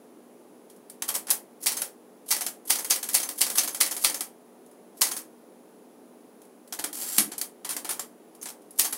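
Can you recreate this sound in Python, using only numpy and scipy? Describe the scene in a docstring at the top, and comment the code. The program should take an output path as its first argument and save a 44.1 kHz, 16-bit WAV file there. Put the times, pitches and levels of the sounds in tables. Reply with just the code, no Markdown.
"""A faint fan-like hum in a small quiet room; then, close to a single microphone, fingers brush the keys
of a portable manual typewriter on a wooden desk, its linkage clacks, and typing comes in short bursts.
Each key goes down, trips the escapement and slaps its typebar on the platen; the carriage steps on and
the typebar falls back with a loose clatter. Late on, the return lever clacks and the carriage ratchets
home against its stop; two spaces and a last letter follow. Desk, case and frame ring with every blow."""
import sys
import numpy as np
from scipy import signal
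from scipy.fft import rfft, irfft
from scipy.io import wavfile

SR = 44100
rng = np.random.default_rng(int(sys.argv[2]) if len(sys.argv) > 2 else 0)


def wav_record(signal):
    """Record a signal, one row per channel, as 16-bit PCM in the file named by sys.argv[1]."""
    frames = np.transpose(np.atleast_2d(signal))
    bounded = np.clip(frames, -1, 1)
    # unit amplitude maps onto the largest positive 16-bit level
    quanta = np.round(bounded * 32767).astype(np.int16)
    wavfile.write(sys.argv[1], SR, quanta)


N = 395577

# spectra of the room tone, a low murmur and a hiss: f/Hz, relative density/dB
MURMUR_SPECTRUM = [(25, -46), (85, -34), (135, -18.5), (200, -4), (300, 0.5), (460, -1.5), (620, -6.5),
                   (720, -7.5), (1000, -13.5), (1400, -20.5), (2500, -27), (6000, -39), (15000, -53)]
HISS_SPECTRUM = [(40, -6.5), (2000, -6.5), (5500, -4.5), (6700, -2.5), (7800, -4), (10000, 1), (12500, -3),
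                 (15500, -3)]
# hum tones and a thin whine: f/Hz, level/dB
HUM_TONES = [(193.8, -71.5), (242.2, -61.5), (360.7, -75), (425.3, -63.5), (9997, -74)]
# fingers brushing the keys: t/s, level/dB
FINGER_TOUCHES = [(.699, -44.5), (.762, -53), (4.662, -53), (4.712, -53), (6.417, -48), (6.451, -55.5),
                  (6.675, -46), (8.349, -48), (8.618, -54), (8.735, -55)]
# side keys, carriage jolts, return lever: t/s, level/dB, rattle/dB re blow, brightness/dB, ring/Hz, ring/dB
LINKAGE_CLACKS = [(.898, -35.5, -40, 4, 9200, 7), (1.021, -18, -25, -4.5, 6420, 7.5),
                  (1.08, -31, 3, 1, 11800, 2), (1.088, -15.5, -11.5, -3, 11630, 2),
                  (1.141, -23, -8, -1, 11400, -1), (1.15, -21.5, -2, 1, 11600, -5),
                  (1.269, -42.5, 3, -8, 9800, 11), (1.283, -34, -0.5, -11, 10300, 4),
                  (1.303, -18, -9.5, 15, 11300, 2), (1.309, -11.5, -17.5, 0.5, 10140, 9),
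                  (6.724, -25, -7, -4, 5810, 7), (6.789, -26, -6.5, -8, 4080, 3),
                  (6.84, -19, -13.5, -6.5, 10050, 2), (7.316, -36.5, -0.5, -13.5, 10100, 7),
                  (7.38, -27, -17, 10.5, 8900, -4), (7.413, -18.5, -14, 3, 4700, 9),
                  (8.413, -48, 3, 3, 6430, 22), (8.427, -38, -1, 4, 9600, 11),
                  (8.456, -31, -3, -11.5, 8050, 4), (8.486, -33, -3.5, -3.5, 9700, -4.5),
                  (8.707, -49, -27.5, 14, 10700, 17)]
# letters typed: t/s, level/dB, brightness/dB, typebar ring/Hz, ring/dB, platen knock/dB,
# key press lead/s, press/dB, carriage step delay/s, typebar landing delay/s, landing/dB
KEYSTROKES = [(1.668, -11, -0.5, 5670, 1, -10.5, 0.044, -35.5, 0.1, 0.15, -17),
              (2.314, -12.5, -.5, 5620, 0, 1, 0.033, -34.5, 0.094, 0.15, -20),
              (2.705, -9, -0.5, 8590, -4.5, -3, 0.032, -33, 0.081, 0.14, -25),
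              (2.908, -8.5, -2, 6260, 10.5, -9.5, 0.014, -41.5, 0.12, 0.18, -20.5),
              (3.15, -7.5, 0.5, 8700, 3.5, -15, 0.021, -28, 0.079, .139, -21),
              (3.415, -10, -7.5, 10200, -10.5, -13.5, 0.039, -32, 0.084, 0.14, -22.5),
              (3.583, -8, -3.5, 6230, 8, -10, 0.032, -31.5, 0.092, .163, -22.5),
              (3.811, -6, -6, 10000, -3.5, -23, 0.013, -45, .099, .154, -23.5),
              (4.047, -7.5, -7, 8630, 6, -22, 0.036, -29, 0.096, 0.16, -18.5),
              (5.018, -10, 1, 6500, 9, 5.5, 0.048, -48, 0.095, .147, -27),
              (8.7951, -7.5, 3.5, 12400, 2, -11, .02, -42, 0.055, 0.13, -23.5)]
# carriage sliding home: t/s, tooth rate/Hz, level/dB, pawl ring/dB
CARRIAGE_SLIDE = [(6.928, 42, -32.5, -8.5), (6.972, 60.4, -33.5, -3), (7.009, 73, -32.5, 4),
                  (7.07, 88, -33.5, 7), (7.18, 90, -32.5, 13)]
# carriage hitting the margin stop: t/s, level/dB, rattle/dB re blow, brightness/dB, ring/Hz, ring/dB
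MARGIN_STOP = [(7.1812, -16, -2, 4, 10300, -5)]
# space bar: carriage step t/s, release delay/s
SPACES = [(7.691, .074), (7.891, .103)]
# spectra of light metal contacts, type on the platen and the margin stop: f/Hz, relative density/dB
CLACK_SPECTRUM = [(40, -37), (120, -25), (250, -16), (500, -11.5), (1000, -7.5), (1600, -8.5),
                  (2700, -10.5), (4600, -7.5), (7500, -3.5), (9800, 1), (12000, -2.5), (15500, -7)]
STRIKE_SPECTRUM = [(40, -35.5), (120, -40.5), (250, -23.5), (600, -16.5), (1000, -10), (1550, -13),
                   (2000, -4), (3400, -6), (4600, 0), (7500, -2), (9800, 3.5), (12000, -5), (15500, -4.5)]
STOP_SPECTRUM = [(30, -29), (110, -26), (210, -8.5), (500, -16), (1100, -9), (1600, -9.5), (3500, -9.5),
                 (7500, -7), (10200, 0), (12000, -4.5), (15500, -15)]
# resonances of desk, case and frame: f/Hz, width/Hz, level/dB re plain blow
BODY_MODES = [(220, 31, -0.5), (305, 28, 9), (440, 19, -4), (550.5, 34, -1.5), (711.5, 26, 0.5),
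              (831, 61, -7.5), (1198, 38, -14), (1870, 51, -8.5), (1968, 51, -13), (2200, 33, -16.5),
              (2293, 23, -8.5), (2940, 54, -12), (3054, 35, -11), (3210, 40, -0.5), (4290, 75, -7.5),
              (4630, 110, -8), (5070, 60, -10), (5570, 81, -7.5), (6290, 71, -9), (11500, 120, -10)]
# reverberation at the microphone, by band: low/Hz, high/Hz, t60/s, level/dB re direct sound
ROOM_BANDS = [(100, 516, 0.49, 1.5), (500, 2720, 0.22, -7), (2460, 9600, 0.095, -13),
              (8000, 20000, 0.17, -9.5)]

# voice of each moving part: rattle/dB re blow, brightness/dB, ring/Hz, ring/dB
FINGERTIP = (-14.5, 2, 10300, 8)
KEY_LEVER, ESCAPEMENT = (1, 3, 11399.5, 5), (2, 4.5, 11399.5, -1.5)
REBOUND, CARRIAGE_STEP = (-9, -2.5, 9645, 2.5), (-5, -1.5, 6352, 7.5)
SPACE_DOWN, SPACE_STEP, SPACE_UP = (3.5, -8.5, 10000, 4), (-4.5, -3, 9200, 11.5), (-17, -4, 7456, 13)
# rest on which the typebars land: brightness/dB, ring/Hz, ring/dB
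TYPEBAR_REST = (-.5, 10400, 8)


def from_db(db):
    """Decibels to gain."""
    return 10 ** (np.asarray(db) / 20)


def rms_one(x):
    """Scale to rms 1."""
    return x / np.sqrt(np.mean(x ** 2) + 1e-20)


def add(track, s, sound):
    """Mix a sound into a track at time s."""
    at = round(s * SR)
    track[at:at + len(sound)] += sound[:max(N - at, 0)]


def colour(x, spectrum, size=4096):
    """Causal (minimum-phase) filter with the given spectrum; white noise keeps its power."""
    table_hz, table_db = np.transpose(spectrum)
    hz = np.maximum(np.fft.rfftfreq(size, 1 / SR), 1)
    gain = rms_one(from_db(np.interp(np.log(hz), np.log(table_hz), table_db)))
    cepstrum = irfft(np.log(gain))[:size // 2]
    cepstrum[1:] *= 2
    response = irfft(np.exp(rfft(cepstrum, size)))
    return signal.fftconvolve(x, response)[:N]


def resonance(x, hz, width):
    """Two-pole resonator with gain 1 at its peak."""
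    r = np.exp(-np.pi * width / SR)
    feedback = [1, -2 * r * np.cos(2 * np.pi * hz / SR), r * r]
    return (1 - r * r) / 2 * signal.lfilter([1, 0, -1], feedback, x + 1e-18)


def room_tone(murmur_db=-53.5, hiss_db=-65.5, waver_hz=1.5, waver_points=60, low_cut_hz=95):
    """Behind the machine: a fan-like murmur without deep bass, wavering tones, a thin whine and hiss."""
    t = np.arange(N) / SR
    out = from_db(murmur_db) * colour(rng.standard_normal(N), MURMUR_SPECTRUM)
    out += from_db(hiss_db) * colour(rng.standard_normal(N), HISS_SPECTRUM)
    for hz, db in HUM_TONES:
        waver = np.interp(t, np.linspace(0, t[-1], waver_points), rng.normal(0, waver_hz, waver_points))
        out += np.sqrt(2) * from_db(db) * np.sin(2 * np.pi * np.cumsum(hz + waver) / SR)
    return signal.sosfilt(signal.butter(2, low_cut_hz, "high", fs=SR, output="sos"), out)


def jingle(shaking, t60):
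    """Countless loose parts store the energy of a shaking and give it back as a dying hiss."""
    keep = from_db(-120 / (t60 * SR))
    energy = signal.lfilter([1 - keep], [1, -keep], shaking ** 2)
    return np.sqrt(energy + 1e-18) * rng.standard_normal(len(shaking))


def blow(level_db, rattle_db, bright_db, ring_hz, ring_db, rise_s, crack_t60, rattle_t60,
         rattles_per_s=500, uneven_db=6.5, ring_width_hz=170,
         basket_db=-3.5, basket_t60=.18, pivot_hz=5000, size=11000):
    """One contact: a short crack, the ring of the struck part and the fading chatter of loose parts."""
    t = np.arange(size) / SR
    rise = 1 - np.exp(-t / rise_s)
    crack = rng.standard_normal(size) * from_db(-60 * t / crack_t60) * rise
    touches = (rng.random(size) < rattles_per_s / SR) * from_db(uneven_db * rng.standard_normal(size))
    chatter = rms_one(jingle(touches + touches.std() / 2, t60=.018))
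    chatter *= from_db(rattle_db - 60 * t / rattle_t60) * rise
    ring = from_db(ring_db) * resonance(crack + chatter / 2, ring_hz, ring_width_hz)
    force = crack + chatter + ring
    # the basket of resting typebars and their springs shivers in sympathy
    force += from_db(basket_db) * jingle(force, basket_t60)
    # a hard contact favours the treble, a soft one the bass
    bass = signal.lfilter(*signal.butter(1, pivot_hz, fs=SR), force)
    treble = force - bass
    return from_db(level_db) * (bass * from_db(-bright_db / 2) + treble * from_db(bright_db / 2))


def blows(rows, springs_db=-8.5, **shape):
    """A track of timed contacts; each also sets four of the many springs and links pinging."""
    track = np.zeros(N)
    for s, *contact in rows:
        force = blow(*contact, **shape)
        springs = sum(resonance(force, hz, width=200) for hz in rng.uniform(4000, 15000, 4))
        add(track, s, force + from_db(springs_db) * springs)
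    return track


def linkage(gain_db=3):
    """All the lighter contacts, from the first brush of a finger to the clacks of the levers."""
    touches = [(s, db, *FINGERTIP) for s, db in FINGER_TOUCHES]
    light_contacts = touches + key_returns() + space_bar()
    force = key_presses() + escapement()
    force += blows(light_contacts, rise_s=.0014, crack_t60=.022, rattle_t60=.11, uneven_db=3)
    force += blows(LINKAGE_CLACKS, rise_s=.0016, crack_t60=.022, rattle_t60=.09,
                   ring_width_hz=320, basket_db=-4, basket_t60=.17)
    return from_db(gain_db) * colour(force, CLACK_SPECTRUM)


def key_presses(slack_s=.022, slack_db=-14, low_cut_hz=3000):
    """The finger takes up the slack, then presses the key home; the thin levers give mostly treble."""
    contacts = []
    for s, *_, press_s, press_db, _, _, _ in KEYSTROKES:
        contacts += [(s - press_s - slack_s, press_db + slack_db, *KEY_LEVER),
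                     (s - press_s, press_db, *KEY_LEVER)]
    force = blows(contacts, rise_s=.007, crack_t60=.035, rattle_t60=.12, uneven_db=3)
    return signal.lfilter(*signal.butter(1, low_cut_hz, "high", fs=SR), force)


def ping(level_db, hz, t60, detune_hz, rise_s=.001, uneven_db=3, count=3, size=13000):
    """One mode, or a few close ones that beat, dying freely and a little different each time."""
    t = np.arange(size) / SR
    mode_hz = hz + detune_hz * rng.standard_normal(count)
    modes = np.sin(2 * np.pi * np.outer(mode_hz, t) + rng.uniform(0, 2 * np.pi, (count, 1)))
    envelope = from_db(level_db + uneven_db * rng.normal() - 60 * t / t60) * (1 - np.exp(-t / rise_s))
    return envelope * modes.sum(0) / np.sqrt(count)


def free_rings():
    """Key spring, desk and escapement wheel ring on with every letter."""
    out = np.zeros(N)
    spring = dict(hz=11200, t60=.12, detune_hz=70)
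    for s, db, *_, press_s, press_db, step_s, landing_s, _ in KEYSTROKES:
        add(out, s - press_s, ping(press_db - 4, **spring))
        # the strike pushes the machine into the desk
        add(out, s, ping(db - 55, hz=68, t60=.07, detune_hz=8, rise_s=.01, count=1))
        # the wheel rings after the step, the spring again just before the typebar lands back
        add(out, s + step_s, ping(-41, hz=6360, t60=.25, detune_hz=90))
        add(out, s + landing_s - .018, ping(-37, **spring))
    return out


def escapement(lead_s=.0085, level_db=-24.5):
    """The rising typebar trips the escapement just before it strikes."""
    trips = [(s - lead_s, level_db, *ESCAPEMENT) for s, *_ in KEYSTROKES]
    return blows(trips, rise_s=.0012, crack_t60=.02, rattle_t60=.1, uneven_db=3.5)


def typebars(gain_db=2, snap_db=2.6, rattle_db=-22):
    """The type slug slaps the paper in one short snap; the rubber platen answers with a dull knock."""
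    force = np.zeros(N)
    for s, db, bright_db, ring_hz, ring_db, knock_db, *_ in KEYSTROKES:
        slap_db = db + snap_db
        # loose parts rattle about equally whatever the blow
        slap = blow(slap_db, rattle_db - slap_db, bright_db, ring_hz, ring_db,
                    rise_s=.0004, crack_t60=.009, rattle_t60=.17,
                    rattles_per_s=800, uneven_db=2.5, ring_width_hz=300, basket_db=-9)
        knock = from_db(knock_db) * resonance(slap, hz=900, width=500)
        add(force, s, slap + knock)
    return from_db(gain_db) * colour(force, STRIKE_SPECTRUM)


def key_returns(rebound_s=.05, rebound_db=-22, step_db=-25, rattle_db=-32.5):
    """After each strike the typebar rebounds, the carriage steps on and the typebar lands on its rest."""
    contacts = []
    for s, *_, step_s, landing_s, landing_db in KEYSTROKES:
        contacts += [(s + rebound_s, rebound_db, *REBOUND),
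                     (s + step_s, step_db, *CARRIAGE_STEP),
                     (s + landing_s, landing_db, rattle_db - landing_db, *TYPEBAR_REST)]
    return contacts


def carriage_return():
    """The pawl ticks over the rack, faster as the carriage gains speed, until it slams into the stop."""
    s, teeth_per_s, level_db, ring_db = np.transpose(CARRIAGE_SLIDE)
    t = np.arange(s[0], s[-1], 1 / SR)
    teeth_passed = np.floor(np.cumsum(np.interp(t, s, teeth_per_s)) / SR)
    rack = np.zeros(N)
    for at in t[np.diff(teeth_passed, prepend=-1) > 0]:
        tick = blow(np.interp(at, s, level_db), rattle_db=-3.5, bright_db=4.5, ring_hz=4550, ring_db=3,
                    rise_s=.0012, crack_t60=.024, rattle_t60=.17)
        add(rack, at, tick)
    # the pawl sings more as the carriage nears home
    pawl_gain = from_db(np.interp(np.arange(N) / SR, s, ring_db))
    rack += pawl_gain * resonance(rack, hz=7550, width=90)
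    slam = blows(MARGIN_STOP, rise_s=.0007, crack_t60=.055, rattle_t60=.12)
    return colour(rack, CLACK_SPECTRUM) + colour(slam, STOP_SPECTRUM)


def space_bar(lead_s=.045, bounce_s=.016, down_db=-37, step_db=-23, bounce_db=-26.5, up_db=-21):
    """The bar goes down, the carriage steps on and bounces once, the bar springs back."""
    contacts = []
    for s, held_s in SPACES:
        contacts += [(s - lead_s, down_db, *SPACE_DOWN),
                     (s, step_db, *SPACE_STEP),
                     (s + bounce_s, bounce_db, *SPACE_STEP),
                     (s + held_s, up_db, *SPACE_UP)]
    return contacts


def body(force):
    """Every blow sets the same desk, case and frame ringing."""
    return force + sum(from_db(db) * resonance(force, hz, width) for hz, width, db in BODY_MODES)


def room(direct, first_echo_s=.002, size=18000):
    """Dense reflections from desk, books and walls reach the microphone; the bass lingers longest."""
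    t, tail = np.arange(size) / SR, np.zeros(size)
    onset = np.clip(t / first_echo_s - .5, 0, 1)
    for low, high, t60, wet_db in ROOM_BANDS:
        band = signal.butter(2, [low, high], "band", fs=SR, output="sos")
        echoes = signal.sosfilt(band, rng.standard_normal(size))
        decay = from_db(-60 * t / t60) * onset
        tail += from_db(wet_db) * echoes * decay / np.linalg.norm(decay)
    return direct + signal.fftconvolve(direct, tail)[:N]


def scene():
    """Mono, close to the desk: linkage, platen and carriage each reach the walls by their own paths."""
    machine = sum(room(body(part)) for part in (linkage(), typebars(), carriage_return()))
    return (room_tone() + machine + free_rings())[None]


def record(dry, cutoff_hz=15750):
    """The microphone chain rounds the tallest peaks and cuts the top treble steeply."""
    high_cut = signal.ellip(12, .1, 80, cutoff_hz, fs=SR, output="sos")
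    return signal.sosfilt(high_cut, np.tanh(dry))


dry = scene()
out = record(dry)
wav_record(out)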